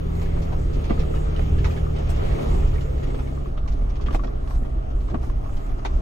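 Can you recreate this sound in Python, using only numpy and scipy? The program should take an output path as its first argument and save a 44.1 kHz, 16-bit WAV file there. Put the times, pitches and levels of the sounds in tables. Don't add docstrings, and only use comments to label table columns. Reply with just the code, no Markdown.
import sys
import numpy as np
from scipy import signal
from scipy.fft import rfft, irfft, next_fast_len
from scipy.io import wavfile
from scipy.ndimage import uniform_filter1d

SR = 44100
rng = np.random.default_rng(int(sys.argv[2]) if len(sys.argv) > 2 else 0)


def materialize(psi):
    bounded = np.clip(np.atleast_2d(psi).T, -1, 1)
    quanta = np.round(bounded * 32767).astype(np.int16)
    wavfile.write(sys.argv[1], SR, quanta)


def convert_level_to_amplitude(level_db):
    exponent = np.asarray(level_db, float) / 20
    return 10 ** exponent


N = 265041
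T = np.arange(N) / SR
SIZE = next_fast_len(N, True)
HZ = np.fft.rfftfreq(SIZE, 1 / SR) + 1e-3

# start in seconds, peak level in dB, ring frequency in Hz.
KNOCKS = [(0.582, -39, 305), (0.658, -32, 270), (0.769, -27.5, 248), (0.8983, -32, 304),
          (0.9066, -14.5, 224), (0.987, -32, 204.6), (1.393, -27.5, 414), (1.435, -40, 202),
          (2.546, -52, 251.7), (2.939, -36, 322), (3.031, -36, 203), (3.081, -27, 268.3),
          (3.144, -26.5, 410.7), (3.323, -35, 440), (3.363, -47, 260), (4.069, -31.5, 203),
          (4.615, -30.5, 215), (4.146, -29, 330), (5.139, -19, 229.4), (5.149, -25, 260), (5.114, -30, 330),
          (4.109, -27.5, 279), (5.653, -43, 315.3)]


def unit(x):
    return x / np.sqrt(np.mean(x ** 2))


def walk(rate):
    held = np.repeat(rng.standard_normal(int(N / SR * rate) + 2), 16)
    slow = unit(uniform_filter1d(uniform_filter1d(held, size=16), size=16))
    return np.interp(T * rate * 16, np.arange(len(slow)), slow)


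def band(x, lo_hz, hi_hz):
    return signal.sosfilt(signal.butter(2, [lo_hz, hi_hz], "bandpass", fs=SR, output="sos"), x)


def add(out, s, sound):
    i = int(s * SR)
    out[:, i:i + sound.shape[1]] += sound[:, :N - i]


def swells(table):
    return sum(convert_level_to_amplitude(2 * db) * np.exp(-((T - s) / half) ** 2) for s, db, half in table)


def colour(points, column):
    # frequency in Hz, width in Hz, mid gain in dB, side gain in dB.
    cabin = [(388, 52, 4, 1.5), (439, 19, 4.5, 10), (746, 233, 7, 4), (1285, 240, 5, 3),
             (2185, 46, 1.5, -3), (3320, 2850, 12, 7)]
    hz, db = np.transpose(points)
    db = np.interp(np.log(HZ), np.log(hz), db)
    peaks_db = sum(m[column] / (1 + (2 * (HZ - m[0]) / m[1]) ** 2) for m in cabin)
    return convert_level_to_amplitude(db + peaks_db)


def crank_orders(table, orders):
    s, hz, load_db = np.transpose(table)
    turn = 2 * np.pi * np.cumsum(uniform_filter1d(np.interp(T, s, hz), size=SR // 12)) / SR
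    out = np.zeros((2, N))
    for order, mid_db, side_db, follows in orders:
        db = mid_db + follows * np.interp(T, s, load_db) + 0.8 * walk(14)
        phase = round(order) * turn + 0.05 * walk(12) + 2 * np.pi * rng.random() + [[0], [1.25]]
        out += np.sqrt(2) * convert_level_to_amplitude(db) * convert_level_to_amplitude(np.array([[0], [side_db]])) * np.sin(phase)
    return out


def engine():
    # time in seconds, crank rate in Hz, load in dB.
    run_fast = [(0.0, 40.55, 0), (0.46, 40.75, -1), (0.65, 37.25, 1), (0.77, 35.5, -2), (1.02, 36.9, -1.3),
                (1.36, 37.32, 1), (1.62, 40.11, 5), (1.76, 39.81, 2.5), (2.08, 36.01, 0.5),
                (2.3, 35.75, -1), (2.66, 36.63, -0.8), (2.95, 34.23, -1.5), (3.16, 32.72, -3.5),
                (3.3, 33.33, -0.5), (3.5, 35.82, -10)]
    run_slow = [(3.56, 31.47, 2), (4.5, 31.48, 0.5), (4.62, 31.5, 2), (4.72, 31.29, -7), (5.01, 30.53, 2.5),
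                (6.01, 29.42, -4)]
    # order, mid level in dB at zero load, side level in dB above mid,
    # gain in dB per dB of load.
    orders_fast = [(2, -28, -24, 1.06), (3, -35.5, -27, 1.5), (4, -33, -12.5, 0.23), (6, -50.5, -1, 1),
                   (8, -54, 5.5, -0.2), (5, -53, -6, 0), (7, -52.5, -4, .5), (10, -52.5, -3, .5),
                   (12, -58, 4, 1)]
    orders_slow = [(2, -34, -27, 0.93), (3, -45, -27, .3), (4, -38.5, -14.5, .1), (6, -53, -2.5, .1),
                   (8, -62.5, 13.5, .1)]
    fast = crank_orders(run_fast, orders_fast) * np.interp(T, [3.42, 3.62], [1, 0])
    slow = crank_orders(run_slow, orders_slow) * np.interp(T, [3.35, 3.6], [0, 1])
    return fast + slow


def boom(fast, rest_db=-30, side_db=-21.5, lean=0.055, steady=0.58, slow_db=-5, slow_hz=60.6):
    # frequency in Hz, density in dB per Hz.
    body = [(7, -38), (13, -2), (38, -0.5), (54, -3), (68, -5.5), (100, -17), (160, -23), (300, -49),
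            (900, -130)]
    # time in seconds, peak level in dB, half-length in seconds.
    bumps = [(.07, -26, 0.025), (.35, -24.5, 0.089), (.65, -23, 0.44), (1.02, -16, 0.02), (1.3, -24, 0.2),
             (1.6, -18.5, 0.1), (1.87, -23, 0.079), (2.09, -17, 0.037), (2.19, -19.5, 0.043),
             (2.42, -28, 0.039), (0.2, -30, 0.037), (1.16, -27, 0.034), (1.45, -26, .04),
             (2.85, -26, 0.033), (2.3, -18, 0.059), (2.54, -18.5, 0.062), (2.68, -16.5, 0.086),
             (3.05, -23.5, 0.13), (3.23, -30, 0.04), (3.45, -29, .04), (3.78, -19, 0.15), (4.12, -18, 0.08),
             (4.4, -26, 0.12), (4.59, -17.5, 0.043), (4.77, -23.5, 0.059), (4.95, -19.5, 0.035),
             (5.1, -23.5, 0.16), (5.36, -20.5, 0.077), (5.56, -22, 0.053), (5.72, -20.5, 0.043),
             (5.97, -17.5, 0.066)]
    noise = rfft(rng.standard_normal((2, SIZE))) * colour(body, column=2)
    full, dull = (irfft(noise * convert_level_to_amplitude(db / (1 + (slow_hz / HZ) ** 6)), SIZE)[:, :N] for db in (0, slow_db))
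    mid, side = unit(fast * full + (1 - fast) * dull)
    mid = unit(mid / uniform_filter1d(mid ** 2, size=SR // 10) ** (0.5 * steady))
    return np.sqrt(convert_level_to_amplitude(2 * rest_db) + swells(bumps)) * np.array([mid, convert_level_to_amplitude(side_db) * side - lean * mid])


def rings(table, t60, side_db, rough, pair, db_off, reach=1.5, below=1.45, rise=0.48):
    out, t = np.zeros((2, N)), T[:SR // 5]
    for s, db, hz in table:
        lag = 2 * np.pi * rng.random((2, 1)) * [[0], [1]]
        tone = np.sin(2 * np.pi * hz * t + lag) + 0.27 * np.sin(2 * np.pi * pair * hz * t + lag)
        fuzz = unit(band(rng.standard_normal((2, len(t))), hz / below, hz * reach))
        shape = np.minimum(t * hz / rise, 1) * np.exp(-np.log(1000) * t / t60)
        add(out, s, convert_level_to_amplitude(db + db_off) * shape * (tone + rough * fuzz) * convert_level_to_amplitude(np.array([[0], [side_db]])))
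    return out


def knocks():
    return rings(KNOCKS, 0.086, side_db=-5.5, rough=0.23, pair=1.18, db_off=0.5, reach=2.63)


def cracks():
    # start in seconds, peak level in dB, ring frequency in Hz.
    contacts = [
        (1.394, -27, 700),
        (4.1475, -22, 800),
        (4.475, -35, 900),
        (4.508, -33, 900),
        (5.299, -36, 1010),
        (5.144, -31.5, 800),
        (5.849, -26, 900),
    ]
    return rings(contacts, 0.021, side_db=1.5, rough=0.39, pair=1.56, db_off=-1.0, reach=2.9)


def slaps(hold_s=0.014, lead_s=0.002, side_db=-1.0, low_side_db=3, top_side_db=-3, peaky_db=3, follows=0.35):
    # start in seconds, peak level in dB,
    # then relative to it 500-1000 Hz level in dB and 4-7 kHz level in dB.
    slaps_fast = [(0.364, -50.5, 17, -24), (0.42, -44.5, -6, -7.5), (0.5232, -42.5, 6, -23),
                  (0.7343, -46, -16, -6.5), (0.843, -38.5, -1, -14.5), (0.897, -36.5, 5, -33),
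                  (0.9244, -45, 0, -20), (0.9949, -36, -8, -15.5), (1.1505, -40, 5, -16),
                  (1.3611, -42.5, -16, -23), (1.766, -38.5, -4, -20), (1.962, -37.5, -2, -27),
                  (1.581, -41.5, -23, -14), (1.6447, -30.5, 1, -17), (1.7082, -38.5, -7, -17),
                  (2.0937, -39.5, 5, -12.5), (2.163, -41.5, -9, -16), (2.2509, -41, -13, -14),
                  (2.389, -45.5, 10, -23), (2.673, -44, -13, -12), (2.7389, -42, 4, -16),
                  (2.809, -43.5, -13, -11), (3.0985, -49, 1, -25), (3.1459, -42.5, -13, -20),
                  (3.1916, -42.5, 7.5, -17), (3.272, -50, -15, -25), (2.9, -55, -5, -10),
                  (2.98, -48, -3, -12), (3.03, -40.5, -4, -16.5), (3.07, -46, 5.5, -14),
                  (3.223, -56, -8, -18), (0.473, -53, 11, -18), (0.101, -57, -5, -13), (0.29, -51, 2, -23),
                  (2.54, -43, 6, -11), (2.6, -49, 5, -12), (0.794, -47, 4, -18), (2.004, -49.5, 14, -23),
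                  (2.221, -47, 10, -20)]
    slaps_slow = [(3.5182, -64, -5, -19), (3.573, -42, 0, -28), (3.6784, -39.5, 1, -12),
                  (3.7204, -47, -5, -11), (4.128, -39, 3, -14), (3.8534, -65, 13, -13),
                  (3.8963, -47, -7, -8.5), (3.9575, -43, -4, -14), (4.0118, -42.5, -4, -11.5),
                  (4.0632, -37, -4, -27), (4.1075, -44, 2, -24), (4.1478, -37.5, 8, -12),
                  (4.2395, -45, 11, -11.5), (4.27, -51, -19, -8), (4.9046, -50, 1, -15),
                  (5.005, -48.5, -7, -14), (5.1428, -55, 21.5, -17), (5.567, -48, 5, -9),
                  (5.7823, -53, 11, -8), (5.8512, -28, -1.5, -19), (5.858, -43.5, 3, -14),
                  (4.477, -51, 7, -10), (5.22, -51, 7, -13), (5.082, -51.5, 11, -9), (5.1, -47, 8, -11),
                  (4.03, -50, 6, -20), (4.55, -48, 8, -17), (4.65, -51.5, 14, -17), (5.44, -52, 11, -15),
                  (5.695, -52, 10, -13)]
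    scuffs = [
        (0.2187, -43.5, 5, -12.5),
        (1.3896, -46, -3, -24),
        (2.42, -53, -9, -9),
        (4.5008, -52.5, 10, -3.5),
        (5.2294, -55, 15.5, -2.5),
    ]
    # 8-15 kHz peak level in dB, decay time t60 in seconds.
    kinds = [
        (-63, 0.15),
        (-69, 0.075),
        (-52, 0.29),
    ]
    out, t = np.zeros((2, N)), T[:4096]
    table = [row + kind for rows, kind in zip((slaps_fast, slaps_slow, scuffs), kinds) for row in rows]
    uneven = uniform_filter1d(rng.standard_normal((len(table), 1, 2049)), size=9)
    modes = convert_level_to_amplitude(peaky_db * unit(uneven))
    x = irfft(rfft(rng.standard_normal((4, len(table), 2, len(t)))) * modes)
    dull = unit(band(x[0], 270, 910)) * convert_level_to_amplitude(np.array([[0], [low_side_db]]))
    bright = unit(band(x[1], 1470, 3440)) * convert_level_to_amplitude(np.array([[0], [side_db]]))
    edge = unit(band(band(x[2], 3600, 6800), 3600, 6800)) * convert_level_to_amplitude(np.array([[0], [side_db]]))
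    top = unit(band(x[3], 7500, 15000)) * convert_level_to_amplitude(np.array([[0], [top_side_db]]))
    for k, (s, db, low_db, edge_db, top_db, t60) in enumerate(table):
        shape = np.minimum(t / 0.00039, 1) * np.exp(-np.log(1000) * np.maximum(t - hold_s, 0) / t60)
        parts = bright[k] + convert_level_to_amplitude(low_db + 4.0) * dull[k] + convert_level_to_amplitude(edge_db + 7.0) * edge[k]
        parts = parts + convert_level_to_amplitude(top_db + follows * (db + 38.5) - db) * top[k]
        add(out, s - lead_s, convert_level_to_amplitude(db - 10.5) * shape * parts)
    return out


def taps():
    # start in seconds, peak level in dB, ring frequency in Hz.
    taps_fast = [(0.905, -27.5, 1180), (0.905, -28.5, 720), (1.393, -30, 630), (1.6445, -35, 1280),
                 (1.661, -34, 1010), (0.9777, -38, 1270), (1.036, -37.5, 1234), (1.1402, -36, 1260),
                 (1.6519, -33, 1280), (1.6985, -37, 1224), (1.8665, -38, 1180), (2.2916, -36, 1120),
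                 (2.387, -36.5, 1210), (2.6325, -38, 1260), (2.733, -41, 1261)]
    taps_slow = [(3.375, -38.5, 1159), (3.458, -38, 1130), (3.577, -37, 1260), (3.662, -40, 1140),
                 (3.9988, -39, 1070), (3.3235, -39, 646), (4.0848, -28.5, 1181), (4.146, -29, 1140),
                 (4.1944, -30.5, 1133), (4.236, -38.5, 1360), (4.279, -39, 1150), (4.353, -51, 1130),
                 (4.4398, -45, 1080), (4.478, -42, 1150), (4.512, -37.5, 1080), (5.086, -40, 1050),
                 (5.1436, -29.5, 1150), (5.153, -35, 1106), (5.146, -27, 628.6), (5.235, -46, 1160),
                 (5.2983, -39, 1060), (5.4612, -39, 1130), (5.4946, -41.5, 1267), (5.7951, -43, 1240),
                 (5.8496, -26.5, 907), (5.857, -26, 828), (4.146, -27.5, 676), (4.156, -31, 707),
                 (4.108, -36, 1150), (4.13, -40, 1000), (4.25, -38, 720), (4.2365, -32.5, 685),
                 (5.238, -38, 780), (5.898, -44, 1050)]
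    return rings(taps_fast + taps_slow, 0.058, side_db=0.5, rough=0.25, pair=1.07, db_off=-0.5)


def pings():
    # start in seconds, peak level in dB, ring frequency in Hz.
    clips = [(1.362, -39, 3000), (2.392, -37.5, 2231), (2.781, -39.5, 2200), (1.6445, -31.5, 2240),
             (1.719, -53, 3320), (1.775, -36, 1690), (0.897, -40, 2795), (0.905, -32.5, 2002),
             (3.102, -41.5, 2150), (3.196, -48, 2200), (3.273, -42.5, 2228), (3.577, -50, 2311),
             (4.107, -43, 2890), (4.154, -46, 3450), (4.632, -46, 1880), (4.152, -38, 2540),
             (4.243, -38, 1880), (4.271, -49, 3380), (0.152, -50, 4200), (0.258, -44, 1710),
             (0.296, -45, 1520), (0.315, -45, 2150), (1.17, -40, 1780), (1.391, -45, 2070),
             (1.415, -45, 2160), (1.583, -37, 1709), (1.95, -44, 2280), (2.149, -45, 2820),
             (2.163, -52, 5730), (2.195, -44, 2070), (2.514, -42, 1950), (2.624, -44, 1791),
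             (2.756, -37, 1881), (2.809, -41, 2880), (3.044, -46, 2900), (3.145, -47, 3300)]
    return rings(clips, 0.05, side_db=0.5, rough=0.5, pair=1.06, db_off=-2, rise=4)


def squeak():
    # start in seconds, peak level in dB, ring frequency in Hz.
    modes = [
        (2.092, -56, 7980),
        (2.1, -53, 5700),
        (2.102, -50, 8050),
        (2.1, -57, 11470),
        (2.1, -60, 13380),
        (2.1, -61, 14500),
    ]
    return rings(modes, 0.09, side_db=1, rough=0.8, pair=1.3, db_off=-1.5, reach=1.02, below=1.08)


def panel():
    # start in seconds, peak level in dB, ring frequency in Hz.
    jolts = [(0.05, -33, 400), (0.182, -28.5, 400), (0.225, -36, 403), (0.286, -34, 386), (0.344, -32, 344),
             (0.40, -35, 440), (0.465, -37, 425), (0.687, -37, 358.2), (0.98, -31, 430), (1.16, -31, 300),
             (1.22, -31, 435), (1.362, -35, 440), (1.52, -29.5, 385), (1.576, -35, 440), (1.619, -29, 400),
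             (1.698, -34, 371), (1.94, -39, 382), (2.09, -32, 320), (2.217, -29, 405), (2.419, -33, 352.7),
             (2.547, -33, 393), (2.634, -32, 423), (2.73, -31, 420), (2.85, -32, 445), (4.755, -31, 330),
             (4.93, -34, 320), (4.96, -36, 400), (5.255, -34, 320)]
    return rings(jolts, 0.14, side_db=-6, rough=0.13, pair=1.0, db_off=-1.5, reach=1.1, below=1.18, rise=2.9)


def frame():
    # start in seconds, peak level in dB, ring frequency in Hz.
    jolts = [(0.4, -45, 458), (0.78, -48, 288), (0.897, -38, 520), (1.39, -44, 450), (1.55, -45, 455),
             (1.63, -45, 460), (1.75, -43, 470), (1.93, -43, 460), (1.98, -48, 470.5), (2.1, -45, 453),
             (2.28, -45, 460), (2.36, -46, 460.6), (2.54, -46, 475), (3.14, -41, 463)]
    return rings(jolts, 0.16, side_db=12, rough=0.15, pair=1.08, db_off=-1.5, reach=1.1, below=1.15, rise=3)


def rattle(rate=30, spread_db=4.5, top_db=6, t60=0.06, db=-10.0):
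    when, size = rng.random((int(rate * N / SR), 2)).T
    hits = np.zeros(N)
    hits[(when * N).astype(int)] = convert_level_to_amplitude(db + np.minimum(-spread_db * np.log(1 - size), top_db))
    return signal.lfilter([1], [1, -np.exp(-np.log(1000) / (t60 * SR))], hits)


def road(fast, swell_db=-1.27, flicker_db=1.5, shake_hz=400, own=1.0, shudder_db=-11.5, shudder_s=0.011):
    # frequency in Hz, density in dB per Hz.
    mid_fast = [(100, -13), (175, -2.5), (339, -8.5), (433, -12), (476, -14.5), (824, -16), (1230, -17),
                (1540, -25), (2200, -31.5), (3880, -43.5), (6710, -35.5), (8740, -46), (16000, -50)]
    side_fast = [(100, -58), (175, -7), (359, -4.5), (459, -5), (520, -4), (586, -5), (682, 0.5), (764, -5),
                 (950, -5), (1200, -4.5), (1960, -23.5), (2980, -28), (3880, -32.5), (7660, -45),
                 (16000, -58.5)]
    mid_slow = [(88, -46), (150, 0), (169, -1.5), (259, 1.5), (514, -14.5), (624, -8.5), (941, -17.5),
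                (1170, -14), (1480, -23.5), (3490, -42), (4320, -41), (6510, -34.5), (16000, -50)]
    side_slow = [(88, -52), (150, -24), (244, -13.5), (280, -2), (545, -4), (689, 4), (745, -5.5),
                 (1390, -7.5), (2020, -26.5), (3920, -35), (6510, -36.5), (7040, -38.5), (16000, -58)]
    # time in seconds, roughness in dB.
    track = [(0, -2), (.18, -1), (.47, 0), (.7, -1.5), (.95, 1.2), (1.24, 0.9), (1.74, 1.5), (1.87, 1),
             (2.14, 0), (2.41, 1.5), (2.75, -0.26), (3.05, -1), (3.25, -1.5), (3.65, -0.9), (4.12, 0),
             (4.37, -1.5), (4.69, -0.6), (5.1, 0), (5.57, 1.5), (6.01, 1.5)]
    borders_hz = (600, 1600, 7000)
    # fast level in dB, slow level in dB, gain in dB per dB of roughness.
    zones = [
        (-36, -41, 1.2),
        (-49, -51, 1.5),
        (-53.5, -60, 1.5),
        (-64, -72.5, 1),
    ]
    # time in seconds, peak level in dB, half-length in seconds.
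    gusts = [(.2, -63.5, 0.06), (.92, -66, 0.11), (1.72, -63, 0.14), (2.11, -56, 0.012), (2.42, -72, 0.028),
             (2.55, -63, 0.035), (2.75, -64.5, 0.13), (1.2, -59.5, 0.046), (1.4, -76, .05),
             (3.7, -70.5, 0.038), (4.15, -61, 0.016), (4.55, -65, 0.082), (5.07, -73, 0.076),
             (5.26, -64, 0.046), (5.6, -63.5, 0.16)]
    shapes = [np.array([colour(m, column=2), convert_level_to_amplitude(side_db) * colour(d, column=3)])
              for m, d, side_db in ((mid_fast, side_fast, -2.5), (mid_slow, side_slow, -1))]
    zone = np.searchsorted(borders_hz, HZ)
    power = [np.array([np.sum(g[0, zone == z] ** 2) / len(HZ) for z in range(4)]) for g in shapes]
    noise = np.array([rfft(rng.standard_normal((2, SIZE))) * g for g in shapes])
    rough_db = np.interp(T, *np.transpose(track))
    level = [convert_level_to_amplitude(2 * k * rough_db) * (fast * convert_level_to_amplitude(2 * a) + (1 - fast) * convert_level_to_amplitude(2 * b)) for a, b, k in zones]
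    shudders = [(s + shudder_s / 2, db + shudder_db, shudder_s) for s, db, _ in KNOCKS]
    level[0] = level[0] + swells(shudders)
    level[-1] = level[-1] + swells(gusts)
    swell, out = walk(4.196), np.zeros((2, N))
    common = rattle()
    jolts = [common + own * rattle() for _ in zones]
    for octave in np.arange(6.5, 14.1, 0.5):
        hz = 2 ** octave
        mask = np.cos(np.pi * np.clip(np.log2(HZ) - octave, -0.5, 0.5)) ** 2
        z = np.searchsorted(borders_hz, hz)
        a, b = irfft(noise * mask, SIZE)[..., :N]
        mix = a * np.sqrt(fast / power[0][z]) + b * np.sqrt((1 - fast) / power[1][z])
        db = swell_db * swell + flicker_db * walk(12)
        shaken = 1 + jolts[z] ** 2 / (1 + (shake_hz / hz) ** 4)
        out += mix * convert_level_to_amplitude(db) * np.sqrt(level[z] * shaken)
    return out


def scene():
    dissolve_s = (3.03, 3.6)
    fast = np.interp(T, dissolve_s, [1, 0])
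    driving = engine() + boom(fast)
    loose = slaps() + taps() + pings() + squeak()
    struck = knocks() + cracks() + panel() + frame()
    mid, side = driving + struck + loose + road(fast)
    return np.array([convert_level_to_amplitude(-0.62) * (mid + side), convert_level_to_amplitude(-0.41) * (mid - side)])


def thin_treble(mid_side, coarse=0.2, coarse_hz=6900, kept_db=6, patchy_db=2.5, air_db=1.5):
    # frequency in Hz, mid share 0-1, side share 0-1.
    empty = [(6300, 0, 0), (6400, .01, .9), (6950, .02, .7), (7000, .28, .7), (7600, .24, .74),
             (7800, .1, .78), (8500, .22, .86), (9500, .22, .92), (15200, .22, .96), (15700, .3, .95),
             (15800, 1, 1)]
    padded = np.pad(mid_side, ((0, 0), (0, 4096)), "reflect")
    hz, s, z = signal.stft(padded, SR, nperseg=2048)
    near = np.sqrt(uniform_filter1d(np.abs(z) ** 2, size=32, axis=1)) + 1e-12
    loud = np.log(near)
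    loud = loud - loud.mean(axis=2, keepdims=True)
    chance = unit(uniform_filter1d(rng.standard_normal((2, len(hz) // 8 + 1, len(s))), size=3))
    tall = np.repeat(chance[0], 32, axis=0)[:len(hz)] + 0.8 * loud[0]
    upper = np.repeat(chance[0, ::-1], 16, axis=0)[:len(hz)] - 0.3 * loud[0]
    patches = np.where(hz[:, None] < 7700, tall, upper)
    thin = np.repeat(chance[1], 8, axis=0)[:len(hz)]
    strips = thin + 1.1 * loud[1]
    rank = np.array([patches, strips]).argsort(axis=2).argsort(axis=2) / len(s)
    at, *share = np.transpose(empty)
    keep = rank >= np.array([np.interp(hz, at, c) for c in share])[..., None]
    treble = hz[:, None] > coarse_hz
    lost = treble & ((np.abs(z) < coarse * near) | (thin < -1.1))
    keep = keep * ~lost * np.array([treble ** 0, convert_level_to_amplitude(kept_db * treble)])
    uneven_db = patchy_db * np.clip(thin, -2, 2) + air_db * (hz[:, None] > 11500)
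    keep = keep * convert_level_to_amplitude(treble * uneven_db)
    return signal.istft(z * keep, SR, nperseg=2048)[1][:, :N]


def top_cut(x):
    return signal.sosfilt(signal.butter(12, 16640, fs=SR, output="sos"), x)


def record(dry):
    mid_side = np.array([dry[0] + dry[1], dry[0] - dry[1]]) / 2
    closing = np.minimum((N - np.arange(N)) / (0.0012 * SR), 1)
    mid, side = thin_treble(mid_side) * closing
    return top_cut(np.array([mid + side, mid - side]))


dry = scene()
out = record(dry)
materialize(out)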